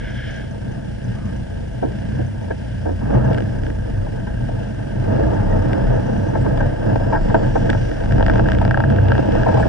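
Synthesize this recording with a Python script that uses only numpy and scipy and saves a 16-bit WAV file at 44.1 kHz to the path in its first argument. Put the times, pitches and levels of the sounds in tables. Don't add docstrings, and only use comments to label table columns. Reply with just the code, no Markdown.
import sys
import numpy as np
from scipy import signal
from scipy.fft import rfft, irfft, next_fast_len
from scipy.io import wavfile
from scipy.ndimage import uniform_filter1d

SR = 44100
rng = np.random.default_rng(int(sys.argv[2]) if len(sys.argv) > 2 else 0)


def linear_from_db(decibels):
    return 10 ** (np.asarray(decibels, float) / 20)


def output_pcm(signal):
    pcm = np.clip(np.atleast_2d(signal).T, -1, 1) * 32767
    wavfile.write(sys.argv[1], SR, np.round(pcm).astype(np.int16))


N = 426888
SIZE = next_fast_len(N + SR // 4)
TIME = np.arange(N) / SR


def curves(table):
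    s, *columns = np.transpose(table)
    return [np.interp(TIME, s, c) for c in columns]


def swells(table):
    slopes = [peak - 10 * np.abs(TIME - s) / max(slow, .02) for s, _, peak, slow in table]
    return curves(table)[0], np.max(slopes, axis=0)


def unit(x):
    return x / np.sqrt(np.mean(x ** 2))


def walk(rate):
    k = int(SR / rate)
    held = np.repeat(rng.standard_normal(N // k + 1), k)
    return unit(uniform_filter1d(uniform_filter1d(held, k), k)[:N])


def ports(lead, pan_db):
    return np.exp(np.array([[1], [-1]]) * .5j * lead) * linear_from_db(np.array([[pan_db], [-pan_db]]) / 2)


def responses(modes, order=2):
    f = np.fft.rfftfreq(SIZE, 1 / SR) + 1e-3
    h = [linear_from_db(db) * ports(lead, pan_db) / (1 + 1j * (f - hz ** 2 / f) / width) ** order
         for hz, width, db, pan_db, lead in modes]
    return np.array(h) / np.sqrt(np.mean(sum(abs(m.mean(axis=0)) ** 2 for m in h)))


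def hum(hz, db, lead=-0.024, pan_db=1.5):
    turn = np.exp(2j * np.pi * np.cumsum(hz * (1 + 0.0128 * walk(12))) / SR)
    return np.sqrt(2) * linear_from_db(db + 2.8 * walk(12)) * (ports(lead, pan_db) * turn).real


# peak time in seconds, pitch in Hz, peak in dB, seconds per 10 dB of rise and fall.
FIRING_SWELLS = [(0.0, 59.98, -39, -0.7), (0.94, 58.6, -34, 7), (2.85, 59.41, -31.5, 7),
                 (3.04, 50.73, -27, -1), (3.18, 60.04, -19, 0.28), (3.3, 67.13, -23, -2.5),
                 (3.6, 62.6, -33, .08), (3.75, 58.01, -22.5, 0.24), (3.92, 52.44, -32, -0.5),
                 (4.29, 56.9, -30, .4), (5.0, 46.74, -26, -1.5), (5.23, 56.42, -16, 0.15),
                 (5.42, 63.44, -28, 0.1), (5.74, 63.95, -36, -1.5), (6.44, 54.24, -24, 0.24),
                 (6.85, 61.56, -29, 5.2), (7.2, 54.75, -34, -2.5), (8.05, 51.49, -28, -1),
                 (8.3, 56.2, -18.5, 0.3), (8.62, 65.87, -20.5, 0.1), (8.95, 66.23, -33, -3.5),
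                 (9.25, 62.04, -23.5, 1.5), (9.55, 63.9, -22, 0)]


def firing_hum():
    second_hz, db = swells(FIRING_SWELLS)
    return hum(second_hz, db), second_hz


def firings(second_hz):
    turns = np.cumsum(second_hz / 2 * (1 + .03 * walk(25))) / SR
    at = np.flatnonzero(np.diff(np.floor(turns)))
    pulses = np.zeros(N)
    pulses[at] = linear_from_db(-3 * (np.arange(len(at)) % 2))
    return unit(pulses), turns % 1


# time in seconds, road roughness in dB over idle, throttle in dB over idle.
DRIVING = [(0.0, 2.5, 1.5), (0.25, 1, 5), (0.55, 1, 1), (1.9, 1, 1.5), (3.0, 2, 1.5), (3.12, 13, 1),
           (3.28, 15.5, 2.5), (3.42, 5.5, 1.5), (3.8, 3, 1), (5.0, 5, 2), (5.12, 14, 3.5), (6.62, 12, 2.5),
           (7.3, 12.5, 4), (7.65, 10, 5.5), (8.3, 12.5, 4.5), (8.8, 12.5, 1), (9.4, 13.5, 5.5),
           (9.68, 10.5, 6.5)]
# centre in seconds, change in dB, half length in seconds.
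SPRINGS = [(1.2, 4.5, 0.097), (2.16, 6, 0.23), (2.51, 4.5, 0.05), (3.123, 7.5, 0.11), (3.99, 2.5, 0.12),
           (5.12, 3, 0.045), (5.509, 0, .08), (5.616, -5.5, 0.049), (6.17, 1.5, .12), (6.772, -10.5, 0.076),
           (6.905, 7.5, 0.064), (7.143, 7, 0.026), (7.22, -3.5, 0.077), (7.4, 7, 0.054), (7.504, -2, 0.051),
           (7.665, 7, 0.096), (7.934, -11.5, 0.12), (8.14, 6.5, 0.089), (8.446, 8.5, 0.23),
           (8.74, -1.5, .07), (8.968, 3, 0.052), (9.453, -5.5, 0.027), (9.57, 4.5, 0.052)]
# idle level in dB, then dB per dB of road, of throttle and of spring.
FOLLOW = [
    (-26.5, 0.6969, -0.13, 0.52),
    (-41.5, 1.0841, 0.13, 0.32),
    (-47.5, 0.4767, 0.73, 0.13),
    (-54, -0.04, 1.48, 0.05),
]


def shaking():
    road, throttle = curves(DRIVING)
    spring = sum(db * np.exp(-((TIME - s) / half) ** 2) for s, db, half in SPRINGS)
    return [idle + a * road + b * throttle + c * spring for idle, a, b, c in FOLLOW]


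# start in seconds, frame peak in dB, housing in dB, mount in dB, chatter in seconds.
BUMPS = [(1.8256, -14, -37.5, -25, 0.022), (2.1912, -18.5, -51, -33, 0.013), (2.505, -20, -22, -24, .012),
         (2.856, -22.5, -39, -25.5, 0.021), (2.889, -22, -39, -26, 0.018), (3.012, -31, -45, -32, 0.018),
         (3.051, -29, -40, -32, 0.02), (3.15, -21.5, -34, -23, 0.015), (1.905, -29, -46, -41, 0.012),
         (7.125, -28, -25, -9.5, 0.023), (7.149, -22.5, -21, -20, 0.021), (8.458, -11.5, -16, -25, 0.0038),
         (8.9857, -22, -13.5, -24, 0.0034), (9.1926, -6.5, -19, -16, .003), (9.2897, -13, -29, -15, 0.0027)]
# start in seconds, housing peak in dB, mount in dB, tin in dB.
KNOCKS = [(2.442, -53, -29, -57), (3.319, -25, -26, -50), (4.065, -39, -26, -56), (4.272, -36, -23, -56),
          (4.49, -47, -23, -58), (4.788, -38, -28, -56), (6.354, -22.5, -16, -53), (6.4637, -31, -14, -61),
          (6.573, -29, -18, -43), (6.6049, -21, -13.5, -47), (7.008, -38, -17, -56),
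          (7.2993, -27, -16, -54), (7.344, -13.5, -2, -63), (7.556, -20, -6.5, -60.5),
          (7.6924, -16, -14, -45), (8.614, -26, -15, -40), (9.4642, -18.5, -8, -52),
          (9.486, -22, -7.5, -51), (9.5212, -28, -20, -46), (9.5426, -39, -9, -43),
          (9.5723, -32, -8.5, -48), (9.5972, -28, -9.5, -43), (9.626, -16.5, -15, -47),
          (9.654, -37, -8.5, -50)]
# start in seconds, housing peak in dB, mount in dB, tin in dB.
TAPS = [(3.312, -27, -28, -42), (3.332, -34, -39, -33), (3.346, -19, -38, -32), (3.376, -25, -30, -35),
        (3.383, -18, -26, -31), (3.405, -28, -32, -33), (3.422, -27, -43, -38.5), (3.635, -26, -44, -39),
        (3.666, -24, -46, -38), (3.702, -22, -52, -38), (5.7317, -18, -30, -27), (6.9587, -22.5, -10, -32),
        (7.701, -15, -27, -21), (7.7306, -13.5, -22, -31), (7.749, -23, -14, -51), (7.9148, -20, -38, -37),
        (8.1226, -15, -28, -29), (8.1826, -22, -18, -36), (8.208, -17, -8.5, -37), (8.227, -18, -10, -30),
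        (8.2824, -16, -12, -31), (8.2637, -11.5, -23, -25), (8.298, -10, -11, -29), (8.336, -26, -24, -34),
        (8.381, -20, -25, -32), (8.3572, -18, -13, -33), (8.395, -14, -7, -31.5)]
# start in seconds, housing peak in dB, mount in dB, tin in dB.
RATTLES = [(8.4865, -12, -15.5, -31), (8.5, -24, -35, -34), (8.5188, -10, -19, -26), (8.533, -26, -32, -32),
           (8.549, -23, -32, -31), (8.586, -21, -30, -33), (8.651, -20, -9, -28), (8.6784, -21, -14, -33),
           (8.7102, -7, -14, -27.5), (8.744, -8.5, -11, -33), (8.774, -11.5, -8, -32),
           (8.8035, -12, -10, -31), (8.8387, -10, -13, -38), (8.9018, -17.5, -18, -34),
           (8.9239, -19, -39, -39), (8.962, -25, -32, -33), (9.0848, -24, -30, -31),
           (9.119, -7.5, -10, -28), (9.1524, -14.5, -19, -35), (9.1802, -21, -12.5, -29),
           (9.3219, -28, -26, -32), (9.3529, -37, -10, -40), (9.4335, -15, -18, -31),
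           (8.038, -27, -31, -42), (8.0592, -26, -30, -40), (8.1094, -21, -28, -40), (8.134, -26, -30, -40),
           (8.197, -22, -28, -42), (8.315, -25, -28, -40), (8.4637, -22, -27, -36), (8.628, -24, -18, -40),
           (9.0559, -30, -35, -42), (9.1049, -20, -30, -41), (9.2762, -26, -26, -40),
           (9.3098, -28, -28, -40), (9.3707, -31, -33, -42), (9.3996, -31, -24, -42)]


def hits():
    knocks = [(s, mount - 8, mount, housing, tin, 0.01) for s, housing, mount, tin in KNOCKS]
    taps = [(s, -17, mount, housing, tin, 0.003) for s, housing, mount, tin in TAPS]
    rattles = [(s, -23, mount, housing, tin, 0.0026) for s, housing, mount, tin in RATTLES]
    bumps = [(s, frame, mount, housing, housing - 38, length)
             for s, frame, housing, mount, length in BUMPS]
    return knocks + taps + rattles + bumps


KNOCK_HZ = (400, 850, 1750, 2100)


def blows(hz, build_s, strike, struck, chance):
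    out, t = np.zeros(N + SR), np.arange(chance.shape[1]) / SR
    push = np.hanning(int(SR / hz) + 3)
    push = 2 * push / push.sum()
    for (s, *levels, length), noise in zip(struck, chance):
        gain = linear_from_db(np.interp(np.log(hz), np.log(KNOCK_HZ), levels))
        i = int((s - build_s) * SR)
        sharp = np.exp(-length / 0.0097)
        fade = max(length, 5e-4) * (KNOCK_HZ[1] / hz) ** 0.27
        k = min(int(6 * fade * SR), len(t))
        envelope = np.exp(-t[:k] / fade) * (1 - np.exp(-t[:k] / (0.072 * fade)))
        out[i:i + k] += gain * 1.11 * noise[:k] * envelope * (1 - sharp)
        out[i:i + len(push)] += gain * strike * sharp * push
    return out[:N] * linear_from_db(-6.5 * max(np.log2(hz / 3530), 0))


# pitch in Hz, width in Hz, level in dB, left minus right in dB, left's lead in radians.
CHASSIS = [(38, 42, -9, 1, -.3), (62, 27, -13, 1.5, -1.2), (96.4, 19, -1, -1.5, -0.14),
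           (120.9, 31.7, 0, 1.2, 0.67), (198, 70, -8, -0.5, -0.7), (210, 58, -9.5, -2.5, -3)]
MOUNT = [(298.8, 90, -1, -11, 3.5), (476, 130, 2.5, 1.1, -2.5), (571.4, 52, -3.5, -5.5, -2),
         (650, 91, -4.5, -3, -0.97), (643, 235, -9, 5, -3), (836.5, 134, -12.5, -2.5, 0),
         (901.6, 100, -10, 5, -1.75), (1260, 332, -22.5, -6.5, -1.45)]
HOUSING = [(1369, 134, -9.5, .1, 0.4), (1607, 315, 6, .1, .15), (1833, 150, -1, .1, 1.7),
           (2726, 418, -11.5, 7.7, 1.806)]
TIN = [(2030, 550, -0.5, .1, 0.45), (2390, 310, -0.5, 0.99, 3.43), (2950, 950, 1.5, .1, 1.68),
       (3443, 130, -5.5, .1, 1.3), (4280, 3500, -10, .1, 4.37), (5120, 1250, -7.5, .1, 0.35),
       (5950, 260, -11, 2.1, 1), (7500, 2600, -19.5, .1, 1.1)]
# share of firing pulses 0-1,
# gating by the cycle 0-1, flicker in dB, knock trim in dB, how evenly knocks reach weak modes 0-1.
DRIVE = [
    (0.27, 0, 1.13, -7, 0),
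    (0.08, 0.04, 1.28, 3, 0.3),
    (0.01, 0.12, 1.24, 4, 0.57),
    (0, 0.17, 0.66, 7, 0.1),
]
STEEP = (2, 2, 3, 2)


def vehicle(second_hz):
    pulses, phase = firings(second_hz)
    puff = np.exp(-phase / 0.36)
    puff = puff / puff.mean() - 1
    jolt, out = walk(16), 0
    struck = hits()
    chance = rng.standard_normal((len(struck), SR // 10))
    parts = zip((CHASSIS, MOUNT, HOUSING, TIN), shaking(), DRIVE, STEEP)
    for modes, db, (share, gate, flicker_db, trim_db, even), steep in parts:
        h = responses(modes, order=steep)
        strike = 1 / np.abs(irfft(h.sum(axis=0).mean(axis=0), SIZE)).max()
        fired = np.sqrt(share) * pulses * linear_from_db(db)
        swell = np.sqrt(1 - share) * (1 + gate * puff) * linear_from_db(db + flicker_db * (jolt + walk(30)))
        for (hz, width, mode_db, *_), response in zip(modes, h):
            buzz = swell * linear_from_db(0.7 * walk(5)) * rng.standard_normal(N)
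            build_s = min(0.4 / width, .003)
            knocks = blows(hz, build_s, strike, struck, chance)
            knocks = knocks * linear_from_db(trim_db + even * min(-mode_db, 11))
            out = out + response * rfft(fired + buzz + knocks, SIZE)
    return irfft(out, SIZE)[:, :N]


# peak time in seconds, pitch in Hz, peak in dB, seconds per 10 dB of rise and fall.
ROCK = [(0.05, 44.6, -33, .15), (1.4, 43.1, -40, 2.5), (3.1, 31.84, -34, .15), (3.58, 35.52, -24, 0.19),
        (4.0, 34.4, -25.5, 0.4), (4.47, 37, -24, 0.13), (5.1, 33, -26, .3), (5.5, 31.79, -16, 0.14),
        (5.85, 37.67, -16.5, 0.1), (6.6, 32.87, -23, .3), (7.23, 30.85, -18.5, 0.32),
        (7.49, 29.84, -22.5, 0.36), (8.27, 31.81, -17, 0.36), (8.7, 31.94, -21, 0.3),
        (9.35, 30.18, -26.5, 0.43), (9.68, 40.3, -22, .25)]


def engine_rock():
    return hum(*swells(ROCK), lead=-0.75)


# peak time in seconds, pitch in Hz, peak in dB, seconds per 10 dB of rise and fall.
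PAN = [(0.0, 86.4, -36, 1.2), (1.15, 93, -50, 0.2), (1.5, 88, -34.5, 0.96), (2.9, 88.65, -27.5, 0.8),
       (3.3, 102.7, -17.5, 0.23), (3.99, 98.9, -18.5, 0.061), (4.7, 98, -33, 0.57), (5.12, 102, -28, .15),
       (5.48, 99.2, -19.5, 0.2), (5.74, 80, -36, .12), (6.25, 96.5, -34, .3), (6.79, 100, -25.5, 0.29),
       (7.57, 96.9, -35, 0.29), (8.19, 100.6, -21.5, 0.53), (9.0, 96.3, -16.5, 0.22),
       (9.68, 109.3, -33, .2)]


def floor_pan():
    return hum(*swells(PAN), lead=-0.73, pan_db=0.5)


# pitch in Hz, width in Hz, level in dB, left minus right in dB, left's lead in radians.
CLUTCH = [(1626, 183, 13, .1, 0.28), (2130, 410, 0, 0.09, 0.72), (3140, 550, -1, .1, 0.93),
          (5250, 550, -15, .1, 0.4)]


def clutch():
    end_s, fade_s = 0.44, 0.04
    slip = linear_from_db(-36.5 + walk(26)) / (1 + np.exp(np.minimum((TIME - end_s) / fade_s, 50)))
    rung = sum(h * rfft(slip * rng.standard_normal(N), SIZE) for h in responses(CLUTCH))
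    return irfft(rung, SIZE)[:, :N]


# start in seconds, peak in dB.
TICKS = [(0.103, -55.5), (0.1535, -58), (0.3087, -52), (0.36, -52), (0.5107, -55), (0.7183, -55),
         (1.0415, -53), (1.1498, -57), (1.2555, -56), (1.3619, -56), (1.6776, -59), (1.836, -63),
         (1.9979, -59), (2.2653, -54), (3.247, -54), (3.4191, -59), (3.5867, -60), (3.643, -59),
         (3.697, -59), (3.7524, -60), (3.8064, -60), (3.9695, -60), (5.51, -54), (5.5652, -57),
         (5.6208, -56), (5.9506, -56), (6.0656, -53), (6.1204, -58), (6.2853, -52), (0.2588, -63),
         (1.5194, -62), (1.73, -60), (2.1081, -61), (2.1585, -60), (2.4269, -58), (2.9158, -59),
         (3.1353, -59), (4.1904, -63), (4.6299, -60), (4.6857, -59), (4.7411, -59), (5.2805, -59),
         (5.3428, -58), (6.1749, -58), (6.6034, -58), (7.1164, -57), (7.492, -57), (7.5648, -56),
         (7.8303, -54), (8.1449, -57)]


def tappet():
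    hz, t60_s, rise_s = 6040, 0.036, 0.0021
    out, t = np.zeros(N + SR), np.arange(SR // 16) / SR
    ring = np.sin(2 * np.pi * hz * t) * np.exp(-np.log(1000) * t / t60_s)
    ring = ring * (1 - np.exp(-t / rise_s))
    for s, db in TICKS:
        i = int(s * SR)
        out[i:i + len(t)] += linear_from_db(db) * ring / ring.max()
    return out[:N] * ports(0, 19.5).real


# centre in seconds, pitch in Hz, width in Hz, level in dB, half length in seconds.
RUBS = [(5.72, 5100, 250, -60, .33), (7.15, 5100, 300, -58, .28), (7.72, 5700, 700, -57, .3),
        (7.35, 4600, 300, -61, .2), (7.4, 7400, 700, -64, .4), (6.42, 7700, 700, -60, .012),
        (9.61, 8000, 1500, -56, .022), (6.15, 5800, 400, -62, .25), (8.9, 2700, 450, -50, .75),
        (8.9, 126, 25, -23, .15), (4.4, 118, 22, -29, .1), (3.2, 1250, 500, -43, .18),
        (5.6, 1300, 700, -45, .5), (6.6, 560, 200, -33, .12), (1.23, 1200, 300, -48, .09),
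        (5.37, 860, 50, -27, .018), (5.505, 1870, 40, -39, .028)]


def strap():
    out = 0
    for s, hz, width, db, half in RUBS:
        envelope = linear_from_db(db + 1.1 * walk(40)) * np.exp(-((TIME - s) / half) ** 4)
        rub = envelope * rng.standard_normal(N)
        out = out + responses([(hz, width, 0, 0, .4)])[0] * rfft(rub, SIZE)
    return irfft(out, SIZE)[:, :N]


def scene():
    firing_tone, second_hz = firing_hum()
    tones = firing_tone + engine_rock() + floor_pan()
    return vehicle(second_hz) + tones + clutch() + tappet() + strap()


def roll_off(x):
    return signal.sosfilt(signal.butter(12, 11320, fs=SR, output="sos"), x)


def record(dry):
    hiss_db, hiss_hz, likeness = -58, 4970, 0.65
    highpass = signal.butter(1, hiss_hz, "high", fs=SR)
    mid, side = signal.lfilter(*highpass, rng.standard_normal((2, N)))
    hiss = np.sqrt(1 + likeness) * mid + np.sqrt(1 - likeness) * side * np.array([[1], [-1]])
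    sharpness = np.abs(np.gradient(dry, axis=1)).max(axis=0)
    loud = uniform_filter1d(sharpness, size=SR // 7)
    duck = np.minimum(1, 0.011 / loud) ** 2.4
    rounded = np.tanh(0.77 * (dry + linear_from_db(hiss_db) * duck * hiss)) / 0.89
    lowpass = signal.ellip(12, .3, 70, 11000, fs=SR, output="sos")
    return roll_off(signal.sosfilt(lowpass, rounded))


dry = scene()
out = record(dry)
output_pcm(out)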